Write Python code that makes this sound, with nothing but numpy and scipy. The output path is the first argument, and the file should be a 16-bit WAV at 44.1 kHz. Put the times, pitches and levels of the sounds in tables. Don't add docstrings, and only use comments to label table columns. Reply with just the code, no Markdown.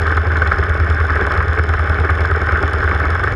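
import sys
import numpy as np
from scipy import signal
from scipy.io import wavfile

SR = 44100
rng = np.random.default_rng(int(sys.argv[2]) if len(sys.argv) > 2 else 0)


def wav_out(sig):
    wavfile.write(sys.argv[1], SR, np.round(np.clip(np.atleast_2d(sig).T, -1, 1) * 32767).astype(np.int16))


def voltage_ratio(level):
    return 10 ** (np.asarray(level, float) / 20)


N = 147735
RUN_IN = 22050
TIME_S = np.arange(-RUN_IN, N) / SR

# start_s, speed_turns_per_s, unevenness (+1 even turns fire hard, -1 odd turns, 0 alike)
CRANK_MOTION = [(0.0, 19.86, -0.07), (0.17, 19.93, -1.01), (0.361, 19.92, -0.18), (0.537, 17.7, -0.55),
                (0.809, 19.65, -1.37), (1.016, 19.81, -0.97), (1.2, 18.08, -0.04), (1.411, 18.81, 0.84),
                (1.541, 18.67, 1.15), (1.662, 19.9, 0.88), (2.026, 18.95, 1.13), (2.17, 19.66, 0.74),
                (2.252, 19.01, 1.41), (2.433, 18.98, 0.52), (2.888, 18.67, 0.74), (3.046, 18.83, 0.12),
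                (3.148, 22.2, -0.27), (3.35, 24.56, 0.5)]


def crank():
    start_turn, surge_turns = -.3334, .0714
    start_s, speed_turns_per_s, unevenness = np.transpose(CRANK_MOTION)
    mean_turns = np.cumsum(np.interp(TIME_S, start_s, speed_turns_per_s)) / SR
    mean_turns = mean_turns - mean_turns[RUN_IN] + start_turn
    uneven = np.interp(TIME_S, start_s, unevenness)
    two_turn_swing = .5 - abs(mean_turns % 2 - 1)
    return mean_turns + surge_turns * uneven * two_turn_swing, uneven


def each_turn(angle_turns, rise_turns, fall_turns, sharp=False):
    turns, uneven = crank()
    k = np.round(turns - angle_turns).astype(int)
    off = turns - angle_turns - k
    bump = np.exp(-.5 * (off / np.where(off < 0, rise_turns, fall_turns)) ** 2)
    if sharp:
        bump = np.where(off < 0, bump, np.exp(-abs(off) / fall_turns))
    hard = np.clip(uneven, -1, 1) * (1 - 2 * (k % 2))
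    chance = rng.standard_normal(100)[k + 20]
    return bump, hard, chance


MOUNT_SHOVES = [
    (.169, .064, -.232, -.13),
    (.52, .063, -.115, -.015),
    (.838, .056, .174, -.105),
]


def mount():
    mount_hz, mount_t60_s = 79.9, .213
    buffet_db, buffet_cut_hz = -24, 119
    force = voltage_ratio(buffet_db) * low_pass(rng.standard_normal(N + RUN_IN), buffet_cut_hz)
    for angle_turns, width_turns, push, extra in MOUNT_SHOVES:
        bump, hard, chance = each_turn(angle_turns, width_turns, width_turns)
        force += bump * (push + extra * hard) * (1 + .08 * chance)
    r = voltage_ratio(-60 / (mount_t60_s * SR))
    w = 2 * np.pi * mount_hz / SR
    return signal.lfilter([1, -2, 1], [1, -2 * r * np.cos(w), r * r], force)


# start_s, peak_db
PANEL_KNOCKS = [(0.1735, -5), (0.3072, -13), (0.3581, -14), (0.4175, -0.5), (0.5173, -1.5), (0.6255, -6.5),
                (0.7986, -11), (1.0969, -7), (1.1566, -4), (1.402, -3), (1.521, -16.5), (1.5729, -10),
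                (1.737, -4.5), (1.7782, -12.5), (2.0423, -11.5), (2.0906, -1), (2.2483, -8), (2.3486, -9),
                (2.4146, -10), (2.4885, -2.5), (2.5571, -6), (2.8046, -9), (2.8749, -8.5), (2.911, -2.5),
                (3.2317, -6.5), (3.2725, -2)]


def knocks():
    fall_s, length = .006, 1500
    out = np.zeros(N + RUN_IN + SR)
    for start_s, peak_db in PANEL_KNOCKS:
        start = int(start_s * SR) + RUN_IN
        out[start:start + length] += voltage_ratio(peak_db) * np.exp(-np.arange(length) / SR / fall_s)
    return out[:N + RUN_IN]


# start_s, rattle_level_db
PANEL_LOOSENESS = [(0.0, -13.5), (0.17, -14), (0.21, -17.5), (0.39, -14), (0.82, -16.5), (1.3, -13.5),
                   (1.31, -10), (1.47, -19), (1.59, -13), (1.6, -17.5), (2.09, -14.5), (2.34, -16.5),
                   (2.35, -14), (2.43, -15.5), (2.53, -13.5), (2.54, -14), (3.34, -15.5), (3.35, -32)]


def looseness_db():
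    return np.interp(TIME_S, *np.transpose(PANEL_LOOSENESS))


# angle_turns, rise_turns, fall_turns, level_db, hard_firing_extra_db
PANEL_SHAKES = [
    (.07, 0.021, 0.11, -4.74, 5),
    (.37, 0.09, 0.21, -7.5, -1.9),
    (0.822, 0.12, 0.29, -4, -0.75),
]


def rattles():
    rest_db, scatter_db = -11, 1.8
    rattles_per_s, spread_db = 1400, 2.5
    n = N + RUN_IN
    shake = voltage_ratio(rest_db)
    for angle_turns, rise_turns, fall_turns, level_db, extra_db in PANEL_SHAKES:
        bump, hard, chance = each_turn(angle_turns, rise_turns, fall_turns)
        shake = shake + bump * voltage_ratio(level_db + extra_db * hard + scatter_db * chance)
    hits = rng.random(n) < rattles_per_s / SR
    hit_level = voltage_ratio(spread_db * np.minimum(rng.exponential(1, n), 4))
    return voltage_ratio(looseness_db()) * rms_one(shake * hits * hit_level)


# pitch_hz, width_hz, level_db
PANEL_MODES = [(50, 28.7, -3.5), (110, 44, -9.5), (184, 23.3, -15.5), (285, 55, -14.5), (400, 103.4, -4.5),
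               (607, 140, -10.5), (809, 78, -11), (1082, 110, -9.5), (1259, 170, -3), (1510, 160, -0.15),
               (1711, 223, -4.1), (2195, 144, -13), (2600, 190, -23.5)]


def panels():
    case_low_hz, case_high_hz, case_cut_hz = 1000, 2000, 3200
    panel_knock_share = .6
    n = N + RUN_IN
    knock = knocks()
    panel_drive = rattles() + panel_knock_share * knock
    case_drive = rattles() + knock
    rings = 0
    for pitch_hz, width_hz, level_db in PANEL_MODES:
        drive = case_drive if case_low_hz < pitch_hz < case_high_hz else panel_drive
        ring = resonance(drive * rng.standard_normal(n) + 1e-18, pitch_hz, width_hz)
        rings = rings + voltage_ratio(level_db) * np.sqrt(SR / 20 / width_hz) * ring
    return low_pass(rings, case_cut_hz)


# angle_turns, fall_turns, level_db, hard_firing_extra_db, brightness_db
METAL_TICKS = [
    (0, .036, 0.2, 2, 0),
    (.335, .03, -10, .3, 3),
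    (.54, .035, -7, 0, -14),
    (.59, .022, -18, 0, 9),
    (.8, .05, -17, 0, -4),
]
# pitch_hz, width_hz, level_db, brightness_share (0-1), grind_db
METAL_MODES = [(3030, 220, -4, 0, -10), (3438, 260, -1.7, 0.8, -13), (4080, 170, -5.5, .2, -20.5),
               (4550, 300, -9.5, .2, -21.5), (5200, 275, -3.5, 0.7, -15), (6650, 500, -14, 0.8, -20),
               (7300, 290, -21.5, .9, -23), (9000, 700, -18, 0.8, -20.5), (10000, 500, -22, 1, -21.5),
               (10860, 500, -29, .9, -23.5), (11900, 680, -32.5, 0.8, -25), (13500, 1200, -44, .9, -27)]


def metal():
    tick_db, tick_scatter_db = -42.5, 2.2
    grind_smooth, looseness_share = 0.29, .7
    n = N + RUN_IN
    ticks = []
    for angle_turns, fall_turns, level_db, extra_db, bright_db in METAL_TICKS:
        bump, hard, chance = each_turn(angle_turns, 0.0031, fall_turns, sharp=True)
        ticks.append((bump, level_db + extra_db * hard + tick_scatter_db * chance, bright_db))
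    grit = grind_smooth + abs(signal.lfilter([.1], [1, -.99], rng.standard_normal(n)))
    out = 0
    for pitch_hz, width_hz, mode_db, bright_share, grind_db in METAL_MODES:
        drive = voltage_ratio(grind_db) * grit
        for bump, level_db, bright_db in ticks:
            drive = drive + bump * voltage_ratio(level_db + bright_share * bright_db)
        out = out + voltage_ratio(mode_db) * resonance(drive * rng.standard_normal(n), pitch_hz, width_hz)
    return voltage_ratio(tick_db) * rms_one(voltage_ratio(looseness_share * looseness_db()) * out)


def resonance(x, pitch_hz, width_hz):
    r = np.exp(-np.pi * 1.55 * width_hz / SR)
    w = 2 * np.pi * pitch_hz / SR
    section = [(1 - r * r) / 2, 0, (r * r - 1) / 2, 1, -2 * r * np.cos(w), r * r]
    return signal.sosfilt([section, section], x)


def low_pass(x, cut_hz):
    return signal.sosfilt(signal.butter(4, cut_hz, fs=SR, output="sos"), x)


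def rms_one(x):
    return x / np.sqrt(np.mean(x ** 2) + 1e-20)


def scene():
    low_cut_hz = 34
    felt = mount() + panels() + metal()
    heard = signal.sosfilt(signal.butter(2, low_cut_hz, "high", fs=SR, output="sos"), felt)
    return heard[None, RUN_IN:]


def top_cut(x):
    return signal.sosfilt(signal.butter(12, 15200, fs=SR, output="sos"), x)


def record(dry):
    top = 1.2
    mix = top * np.tanh(dry / top)
    return top_cut(mix)


dry = scene()
out = record(dry)
wav_out(out)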